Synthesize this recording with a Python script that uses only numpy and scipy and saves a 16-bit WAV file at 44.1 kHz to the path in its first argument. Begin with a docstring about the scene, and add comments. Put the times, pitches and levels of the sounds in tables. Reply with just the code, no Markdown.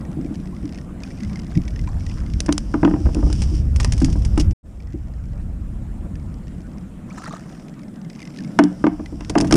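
"""Fishing from a plastic kayak on open sea. Wind buffets the microphone, small waves slap the hollow
hull, the reel ticks and clothing rustles. A fish splashes as it is lifted out; tackle clacks, and the rod
butt and swinging catch knock on the boat while the breeze builds. Halfway, the sound drops out briefly.
The wind dies down as a second fish is reeled in and thrashes at the surface, then returns under a last
flurry of knocks and clacks."""
import sys
import numpy as np
from scipy import signal
from scipy.fft import rfft, irfft
from scipy.io import wavfile
from scipy.ndimage import uniform_filter1d

SR = 44100
rng = np.random.default_rng(int(sys.argv[2]) if len(sys.argv) > 2 else 0)


def inscribe(sig):
    """Save sig as 16-bit PCM at rate SR to the path in sys.argv[1].

    A 1-D sig is mono; a 2-D sig holds one channel per row.
    Samples are clipped to [-1, 1] before scaling.
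    """
    pcm = np.round(np.clip(np.atleast_2d(sig).T, -1, 1) * 32767)
    wavfile.write(sys.argv[1], SR, pcm.astype(np.int16))


N = 421596
TIME = np.arange(N) / SR


def amp(db):
    """Decibels to gain."""
    return 10 ** (np.asarray(db) / 20)


def unit(x):
    """Scales to rms 1."""
    return x / np.sqrt(np.mean(x ** 2) + 1e-20)


def unit_peak(x, size=130):
    """Scales the loudest three milliseconds to rms 1."""
    return x / np.sqrt(uniform_filter1d(x ** 2, size).max() + 1e-20)


def add(mix, start_s, sound):
    """Mixes a sound in at a time."""
    part = mix[max(round(start_s * SR), 0):][:len(sound)]
    part += sound[:len(part)]


def colour(eq, hz):
    """Gain of a (freq_hz, gain_db) EQ curve at the given frequencies."""
    freq_hz, gain_db = np.transpose(eq)
    return amp(np.interp(np.log(hz + 1), np.log(freq_hz), gain_db))


def shape(x, eq, size=4096):
    """Minimum-phase EQ: a blow never sounds before it lands."""
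    log_gain = np.log(colour(eq, abs(np.fft.fftfreq(size, 1 / SR))))
    response = np.fft.ifft(np.exp(np.conj(signal.hilbert(log_gain)))).real
    return signal.oaconvolve(x, response[:size // 2])[:len(x)]


def noise(eq, patchy_db, size=1024):
    """Coloured noise with drifting patches in time and frequency."""
    hz, hop = np.fft.rfftfreq(size, 1 / SR), size // 4
    real, imag, patches = rng.standard_normal((3, N // hop + 5, len(hz)))
    patches = unit(uniform_filter1d(uniform_filter1d(patches, size=7, axis=0), size=12, axis=1))
    spectrum = (real + 1j * imag) * colour(eq, hz) * amp(patchy_db * patches)
    return unit(signal.istft(spectrum.T, nperseg=size, noverlap=size - hop)[1][:N])


def burst(t, t60):
    """Noise that starts at once and dies away."""
    return rng.standard_normal(len(t)) * np.exp(-np.log(1000) * t / t60)


def attack(t, rise_s):
    """A quick fade-in that rounds off an onset."""
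    return 1 - np.exp(-t / rise_s)


def ring(modes, t, scatter_db, detune):
    """Damped modes; the place of the blow changes their strength and pitch a little."""
    hz, db, t60 = np.transpose(modes)[:, :, None]
    strength, shift = rng.standard_normal((2, len(modes), 1))
    waves = np.sin(2 * np.pi * hz * (1 + detune * shift) * t) * np.exp(-np.log(1000) * t / t60)
    return (amp(db + scatter_db * strength) * waves).sum(0)


def curve(points):
    """Joins (time_s, value) points by straight lines over the whole scene."""
    return np.interp(TIME, *np.transpose(points))


def surges(events, rise_s, t60):
    """Envelope of (peak_s, level_db) events that each build up quickly and die away."""
    power = np.zeros(N)
    for peak_s, db in events:
        age = TIME - peak_s
        fade_in = np.clip(1 + age / rise_s, 0, 1)
        power += (amp(db - 60 * np.maximum(age, 0) / t60) * fade_in) ** 2
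    return np.sqrt(power)


def scatter(spells, spread_db):
    """Turns spells into single (start_s, level_db) events, uneven in time and strength."""
    events = []
    for start_s, end_s, rate, db in spells:
        count = max(round((end_s - start_s) * rate), 1)
        times = start_s + (end_s - start_s) * (np.arange(count) + rng.random(count)) / count
        events += zip(times, db + spread_db * rng.standard_normal(count))
    return events


def wind_and_thump():
    """Eddies at the microphone rumble with breeze and gusts; the same rumble voices one closing thump."""
    # the breeze builds, dies down and returns: time_s, level_db
    breeze = [(0, -33), (.2, -33), (1.1, -35.5), (1.5, -31), (1.7, -24), (2.75, -26), (3.4, -17),
              (4.52, -15.5), (4.68, -37.5), (4.86, -29.5), (5.45, -25.5), (6.3, -29.5), (7.3, -44.5),
              (8.55, -57), (8.85, -37), (9.56, -28)]
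    # gusts, then at 9.54 s the low thump of the catch hitting the hull: peak_s, level_db
    low_pulses = [(.64, -26), (1.28, -21), (1.57, -18), (1.82, -16.5), (1.96, -18), (2.21, -22),
                  (2.35, -14), (3.06, -10), (3.25, -9.5), (3.77, -11.5), (4.46, -10.5), (9.54, -19)]
    # bass-heavy rumble: freq_hz, gain_db
    rumble_eq = [(8, -26.5), (28, 2.5), (60, 7), (110, -1.5), (170, -8.5), (260, -22), (420, -39),
                 (1000, -59.5), (3000, -72)]
    spectrum = rfft(rng.standard_normal(N)) * colour(rumble_eq, np.fft.rfftfreq(N, 1 / SR))
    rumble = unit(irfft(spectrum, N))
    swell = np.sqrt(uniform_filter1d(rumble ** 2, size=4000) + 1e-9)
    strength = np.hypot(amp(curve(breeze)), surges(low_pulses, rise_s=0.026, t60=0.17))
    return strength * unit(rumble / swell)  # even out the noise so the envelope sets the level


def sea(wash_db=-46.5, wash_follow=0.56, typical_lap_db=-34):
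    """Water murmurs under the hull; the wash of the open sea rises and falls with it."""
    # how hard the water works under the hull: time_s, level_db
    lap_levels = [(0, -29.5), (.8, -34.5), (1.4, -32.5), (2.1, -35.5), (3.1, -32.5), (3.8, -33), (4.5, -30),
                  (4.68, -45.5), (5.3, -40.5), (6.1, -35), (6.7, -36.5), (8.2, -35.5), (8.62, -28.5),
                  (8.85, -37.5), (9.3, -36), (9.56, -15.5)]
    # low, hollow lapping: freq_hz, gain_db
    lap_eq = [(40, -18.5), (102, -48), (138, -6), (190, 6.5), (240, -6), (305, -6.5), (400, -26.5),
              (700, -40), (2000, -65)]
    # broad wash of open water: freq_hz, gain_db
    wash_eq = [(100, 0.5), (300, 1), (600, 1), (900, -6.5), (1300, -8.5), (2400, -18), (4000, -25.5),
               (5500, -34.5), (7500, -25), (9800, -25.5), (11500, -36.5), (15000, -40.5)]
    lap_db = curve(lap_levels)
    lapping = amp(lap_db) * noise(lap_eq, patchy_db=1.5)
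    wash = amp(wash_db + wash_follow * (lap_db - typical_lap_db)) * noise(wash_eq, patchy_db=2.5)
    return lapping + wash


def microphone_hiss(level_db=-70):
    """The microphone's own fine, steady noise floor."""
    # thin, airy hiss: freq_hz, gain_db
    hiss_eq = [(1000, -4.5), (4500, -6.5), (7500, 9.5), (9800, -4.5), (11500, -3), (15000, -2)]
    return amp(level_db) * noise(hiss_eq, patchy_db=-0.5)


def reel_ticks(trim_db=-6.0, ping_hz=2000, ping_t60=0.035, ping_db=-4):
    """Small clicks, each with a short ping, as the reel gives line under load."""
    # the sharpest ticks of reel and taut line: start_s, level_db
    accents = [(.3547, -37.5), (.6543, -38), (.7237, -37), (.7455, -36), (1.204, -34.5), (1.2333, -32.5),
               (1.3572, -32.5), (1.3962, -34.5), (1.5532, -33), (1.5733, -31), (1.6792, -31.5),
               (1.7602, -34.5), (1.7918, -34), (1.8737, -34.5), (2.0654, -36), (2.3361, -31),
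               (6.1546, -39.5), (6.782, -42), (8.099, -34.5), (8.2028, -37), (8.3609, -38), (8.3865, -31.5),
               (9.059, -33), (9.2477, -32.5)]
    # spells of fine ticking: start_s, end_s, ticks_per_s, level_db
    ticking = [(0, .6, 23.4, -44.5), (.62, .83, 44, -42.5), (1.0, 1.86, 45, -42), (1.98, 2.33, 22, -40),
               (4.756, 5.448, 41, -53.5), (6.15, 6.848, 34, -53.5), (7.394, 8.052, 26.6, -46.5),
               (8.101, 8.48, 59, -41)]
    # bright click: freq_hz, gain_db
    click_eq = [(1200, -5.5), (1900, 6), (2500, 8.5), (4000, 1), (5200, 9.5), (6300, 3.5), (7500, -5.5),
                (11000, -14), (14000, -35)]
    out, t = np.zeros(N), np.arange(SR // 20) / SR
    onset = attack(t, rise_s=.001)
    for start_s, db in accents + scatter(ticking, spread_db=3.5):
        click = unit_peak(shape(burst(t, t60=.012) * onset, click_eq))
        ping = unit_peak(ring([(ping_hz, 0, ping_t60)], t, scatter_db=0, detune=.09) * onset)
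        add(out, start_s, amp(db + trim_db) * (click + amp(ping_db) * rng.uniform(0, 1.45) * ping))
    return out


def hull_drumming(trim_db=-1.0, rise_s=0.01137):
    """The hull drums softly as wavelets swell against it, and once booms dully under a knock."""
    # wavelet slaps, and at 4.019 s the dull boom of the hull under a knock: start_s, level_db, pitch_hz
    thuds = [(0.17, -15.5, 287), (0.247, -19, 300), (0.288, -20, 288), (0.632, -20, 285), (1.22, -20, 194),
             (1.27, -25, 202), (1.316, -23, 195), (1.559, -9.5, 156.5), (1.564, -18, 291), (1.58, -21, 160),
             (2.988, -21, 300), (3.518, -24, 310), (4.019, -9.5, 273), (4.94, -22.5, 306),
             (6.561, -31, 172)]
    # dull drum tone: pitch_multiple, gain_db
    drum_eq = [(.25, -21), (.55, -1.5), (.78, -7.5), (1.0, 6), (1.15, -2), (1.4, -24.5), (2.4, -29.5),
               (7, -75)]
    out, t = np.zeros(N), np.arange(SR // 4) / SR
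    for start_s, db, pitch_hz in thuds:
        push = rng.standard_normal(len(t)) * t / rise_s * np.exp(-t / rise_s)
        drum = shape(push, [(multiple * pitch_hz, gain_db) for multiple, gain_db in drum_eq])
        add(out, start_s - rise_s / 2, amp(db + trim_db) * unit_peak(drum))
    return out


def rustle(trim_db=-3.5, grain_db=-2, grains_per_s=500, attack_s=0.019, swell_db=3.5, release_s=0.071):
    """Line and clothing rub as the arms move: a hiss with tiny snags in it."""
    # arm strokes: start_s, length_s, level_db
    strokes = [(.2, 0.63, -59), (1.02, 0.33, -53.5), (1.45, 0.39, -56.5), (1.976, 0.19, -49),
               (2.231, 0.43, -50.5), (2.6, .42, -48.5), (2.943, 0.32, -45.5), (3.24, .2, -39.5),
               (3.446, 0.13, -42), (3.6, .12, -55), (3.768, 0.34, -44), (4.098, 0.32, -50),
               (7.14, 0.093, -51), (7.25, 0.385, -57.5), (8.08, 0.53, -56), (8.62, 0.23, -53),
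               (8.852, 0.55, -54), (9.274, 0.31, -54)]
    # crisp friction: freq_hz, gain_db
    rub_eq = [(900, -12.5), (2000, -11.5), (3000, -4.5), (4100, -14.5), (5000, 1), (5600, 2), (6600, -10),
              (9700, -12), (11300, -56.5), (15000, -35)]
    strength = np.full(N, amp(-70))  # faint floor between strokes
    for start_s, length_s, db in strokes:
        age = TIME - start_s
        gate = np.clip(age / attack_s, 0, 1) * np.clip(1 - (age - length_s) / release_s, 0, 1)
        to_go = np.clip(1 - age / length_s, 0, 1)  # a stroke grows as the arm speeds up
        strength = np.maximum(strength, gate * amp(db - swell_db * to_go))
    snag_sizes = amp(5 * np.minimum(rng.exponential(1, N), 4)) * rng.choice([-1, 1], N)
    grains = unit(shape(snag_sizes * (rng.random(N) < grains_per_s / SR), rub_eq))
    hiss = noise(rub_eq, patchy_db=.6)
    return amp(trim_db) * strength * unit(hiss + amp(grain_db) * grains)


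def bubble(hz, cycles, glide):
    """An air pocket rings and rises in pitch as it nears the surface."""
    age = np.arange(int(4 * cycles / hz * SR)) / SR * hz / cycles  # in decay times
    phase = 2 * np.pi * cycles * (age + glide * age ** 2 / 2)
    return np.sin(phase) * np.exp(-age) * (1 - np.exp(-10 * age))


def splashes(spray_db=-3.0, spatter_db=-3.5, bubble_db=-3.0, drops_per_s=110, births_per_s=12):
    """A thrashing fish throws spray, spattering drops and a cloud of small bubbles, with a few large."""
    # thrashes at the surface: peak_s, level_db
    thrashes = [(1.02, -46), (1.3, -52), (1.5, -48.5), (1.88, -45), (2.18, -46.5), (7.1, -44),
                (7.18, -36.5), (7.25, -37.5), (7.33, -44), (7.5, -48.5)]
    # drops falling back on the sea: freq_hz, gain_db
    spatter_eq = [(400, 12), (800, 2.5), (1800, 12), (4000, -12.5), (5500, 2), (8000, -10), (10000, -6),
                  (11500, -26)]
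    # spray and its bubble cloud: freq_hz, gain_db
    spray_eq = [(350, -20), (650, 4), (900, -1), (1250, 4), (1600, -5), (2000, -15), (3000, -10.5),
                (4200, -8.5), (7000, -6), (9800, -38), (11500, -46)]
    # single large bubbles: start_s, pitch_hz, level_db, decay_cycles
    large_bubbles = [(0.523, 975, -44.5, 24), (1.305, 955, -46, 22), (1.875, 960, -33, 10.5),
                     (2.111, 2430, -40.5, 14), (4.801, 2200, -50, 11), (7.105, 2180, -39, 13),
                     (7.18, 1210, -36, 7.9), (7.262, 1270, -28, 7), (7.267, 1790, -35, 8),
                     (7.283, 810, -38, 5.5), (7.309, 1130, -31, 8.5), (7.335, 653, -28.5, 4),
                     (7.338, 1165, -29, 6), (7.362, 1180, -34.5, 9.1)]
    drops = (rng.random(N) < drops_per_s / SR) * rng.uniform(-1, 1, N)
    impacts = signal.oaconvolve(drops, burst(TIME[:400], t60=.008))[:N]
    spatter = unit(shape(impacts, spatter_eq))
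    cloud, plops = np.zeros(N), np.zeros(N)
    for hz in np.geomspace(600, 8000, 30):  # one stream of births for each bubble size
        births = (rng.random(N) < births_per_s / SR) * rng.uniform(.2, 1, N)
        fizz = signal.oaconvolve(births, bubble(hz, cycles=7, glide=.05))[:N]
        cloud += colour(spray_eq, hz) * np.sqrt(hz) * fizz
    for start_s, hz, db, cycles in large_bubbles:
        add(plops, start_s, amp(db + bubble_db) * unit_peak(bubble(hz, cycles, glide=.008 * cycles)))
    spray = .35 * noise(spray_eq, patchy_db=2) + unit(cloud)
    strength = surges(thrashes, rise_s=0.023, t60=0.6)
    return plops + strength * (amp(spray_db) * spray + amp(spatter_db) * spatter)


def tackle_clacks(snap_db=7, tail_db=-24, loose_t60=0.057):
    """Hard tackle strikes rod and reel: a sharp snap, a short bright ring and a faint rattle."""
    # distinct strikes: start_s, level_db, t60_s
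    strikes = [(2.4035, -17.5, 0.019), (2.4615, -27.5, 0.03), (2.525, -16.5, 0.011), (2.5794, -16.5, 0.016),
               (3.1466, -26.5, .012), (3.3275, -25, 0.025), (3.419, -25.5, 0.067), (3.7604, -29, 0.039),
               (3.8016, -29, 0.041), (3.8457, -17.5, 0.014), (3.922, -21, 0.032), (3.9344, -30, 0.022),
               (4.0193, -32, 0.047), (4.0457, -21, 0.025), (4.2496, -29, 0.053), (4.3775, -27, 0.041),
               (4.398, -25, 0.076), (4.4108, -28, 0.031), (4.5092, -39, 0.057), (8.5886, -21, 0.023),
               (8.6373, -25, 0.018), (9.2965, -25, 0.04), (9.384, -17.5, .019), (9.403, -23, .025),
               (9.4098, -19, 0.03), (9.477, -38, 0.017), (9.5105, -22, .025), (9.5245, -11, 0.028),
               (9.5399, -20, .029), (9.5554, -20, .033)]
    # spells of loose tackle rattling: start_s, end_s, clacks_per_s, level_db
    rattling = [(3.78, 3.86, 40, -30.5), (3.97, 4.13, 40, -34), (4.13, 4.28, 25, -41),
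                (9.35, 9.51, 25, -38.5)]
    # hard, bright contact: freq_hz, gain_db
    clack_eq = [(400, 8), (1200, -6.5), (2700, -1), (4000, -6), (5300, 5), (6700, -3), (8000, -5),
                (9800, -6), (11200, -29), (15000, -35.5)]
    out, t = np.zeros(N), np.arange(SR // 8) / SR
    loose = [(start_s, db, loose_t60) for start_s, db in scatter(rattling, spread_db=2.0)]
    for start_s, db, t60 in strikes + loose:
        contact = amp(snap_db) * burst(t, t60=0.01) + burst(t, t60) + amp(tail_db) * burst(t, t60=0.098)
        clack = shape(contact * attack(t, rise_s=0.00056), clack_eq)
        add(out, start_s, amp(db) * unit_peak(clack))
    return out


def hull_knocks(crack_db=-3.0, skin_db=-8.5, rattle_db=-21, bump_boom_db=3.5, bump_tilt=-7):
    """Each blow cracks and rings on the plastic skin, then the hollow hull booms."""
    # rod butt and catch hitting the boat: start_s, level_db, boom_db, tilt_db_per_octave
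    blows = [(2.484, -23.5, -19, -1), (2.49, -17.5, -11, -0.5), (2.741, -16.5, -12, -2),
             (2.831, -9.5, -9.5, -8.5), (2.849, -13.5, -6, -0.5), (2.876, -17.5, -16, -3),
             (2.911, -26, -15.5, -2), (2.938, -21.5, -14.5, -6), (3.066, -25, -22, -8.5),
             (3.168, -24, -15.5, -11), (3.228, -22.5, -21, -8), (3.8, -21, -47, 8),
             (3.846, -21.5, -42, 5.5), (4.016, -26, -20.5, -3), (4.376, -19.5, -12, 2.5),
             (8.589, -5.5, -17.5, .5), (8.5935, -9.5, -3, -1.5), (8.638, -32.5, -10, 6),
             (8.841, -12, -7.5, -1), (8.867, -15, -8, 0), (8.995, -27, -23.5, -7.5),
             (9.125, -31.5, -25.5, -11), (9.207, -32.5, -30, 5.5), (9.297, -23, -23, -9),
             (9.354, -10, -38, -2), (9.361, -14, -8, -10), (9.379, -20, -17, 4), (9.402, -16, -14, -4),
             (9.421, -15, -11.5, -11.5), (9.445, -22, -22, -2), (9.51, -16, -24, 1), (9.524, -10, -7, 2.5),
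             (9.54, -24, -8, 1), (9.552, -28, -3.5, -1)]
    # light bumps of the swinging catch: start_s, end_s, bumps_per_s, level_db
    bumping = [(2.96, 3.32, 20, -27.5), (4.08, 4.17, 20, -29.5)]
    # crack of the contact: freq_hz, gain_db
    crack_eq = [(150, -13.5), (400, -2.5), (650, 4), (1000, -4), (1600, 0), (2200, -10), (2800, -11.5),
                (4000, -27.5), (5400, -22), (7000, -29), (12000, -61)]
    # modes of the plastic skin: pitch_hz, level_db, t60_s
    skin_modes = [(454.5, 1.5, 0.086), (634, -3, 0.12), (680, -5.5, 0.19), (803, -1.5, 0.11),
                  (947, 12.5, 0.027), (1038, -3.5, 0.071), (1201, 4, 0.046), (1530, 0, 0.024),
                  (1788, -1.5, 0.025), (2150, -9.5, 0.047), (2290, -18, 0.035), (2720, -30.5, 0.038)]
    # modes of the hollow hull: pitch_hz, level_db, t60_s
    hull_modes = [(141, -40, 0.23), (181, -12, 0.37), (209, -25, 0.47), (242.8, 2, 0.09), (292, 1.5, 0.18),
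                  (306, -5, 0.23), (322.5, -1.5, 0.15), (367, -6.5, 0.073)]
    out, t = np.zeros(N), np.arange(SR // 3) / SR
    bumps = [(start_s, db, db + bump_boom_db, bump_tilt) for start_s, db in scatter(bumping, 0.5)]
    for start_s, db, boom_db, tilt in blows + bumps:
        # a harder contact is brighter: the tone tilts about 1 kHz
        tilted_eq = [(hz, gain_db + tilt * np.log2(hz / 1000)) for hz, gain_db in crack_eq]
        modes = [(hz, mode_db + tilt * np.log2(hz / 1000), t60) for hz, mode_db, t60 in skin_modes]
        crack = shape(burst(t, t60=0.021) + amp(rattle_db) * burst(t, t60=0.067), tilted_eq)
        skin = ring(modes, t, scatter_db=3, detune=.03) * attack(t, rise_s=.002)
        boom = ring(hull_modes, t, scatter_db=1.0, detune=.008) * attack(t, rise_s=.004)
        impact = amp(crack_db) * unit_peak(crack) + amp(skin_db) * unit_peak(skin)
        add(out, start_s, amp(db) * impact + amp(boom_db) * unit_peak(boom))
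    return out


def hull_cavity(blows, echo_db=-21, t60=0.3):
    """The air space inside the hull adds a faint diffuse echo to each blow."""
    # tone of the echo: freq_hz, gain_db
    echo_eq = [(350, -23.5), (700, -7), (1500, -4.5), (2700, -1.5), (3800, -4), (9000, -31)]
    tail = shape(burst(TIME[:SR // 2], t60), echo_eq)
    return blows + amp(echo_db) * signal.oaconvolve(blows, tail / np.linalg.norm(tail))[:N]


def tackle_scrape(start_s=4.388, length_s=0.026, level_db=-28, slips_per_s=700):
    """Tackle drags briefly on the boat: rapid slips ring a few short modes."""
    # modes rung by the slips: pitch_hz, level_db, t60_s
    modes = [(2870, -2.5, 0.023), (4230, -9.5, 0.0091), (5560, 3.5, 0.0084)]
    out, t = np.zeros(N), np.arange(round(length_s * SR)) / SR
    slips = (rng.random(len(t)) < slips_per_s / SR) * rng.uniform(0.18, 1, len(t))
    drag = slips * signal.windows.tukey(len(t))
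    body = ring(modes, t, scatter_db=3.5, detune=0)
    add(out, start_s, amp(level_db) * unit_peak(signal.oaconvolve(drag, body)))
    return out


def scene():
    """A mono mix: everything is close to the microphone, and open water gives no echo."""
    afloat = sea() + hull_drumming() + splashes()
    handling = hull_cavity(hull_knocks()) + tackle_clacks() + reel_ticks() + tackle_scrape() + rustle()
    hiss = microphone_hiss()
    return (wind_and_thump() + afloat + handling + hiss)[None]


def record(dry, mute_s=4.53, resume_s=4.63, ceiling=.95, cutoff_hz=15300):
    """A brief silence with a fade back in, clipping on the hardest blows, and a treble cut."""
    gate = np.interp(TIME, [mute_s - .004, mute_s + .004, resume_s, resume_s + .04], [1, 0, 0, 1])
    clipped = np.clip(dry * gate, -ceiling, ceiling)
    lowpass = signal.firwin(255, cutoff_hz, window=("kaiser", 9), fs=SR)
    return signal.oaconvolve(clipped, lowpass[None], "same")


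dry = scene()
out = record(dry)
inscribe(out)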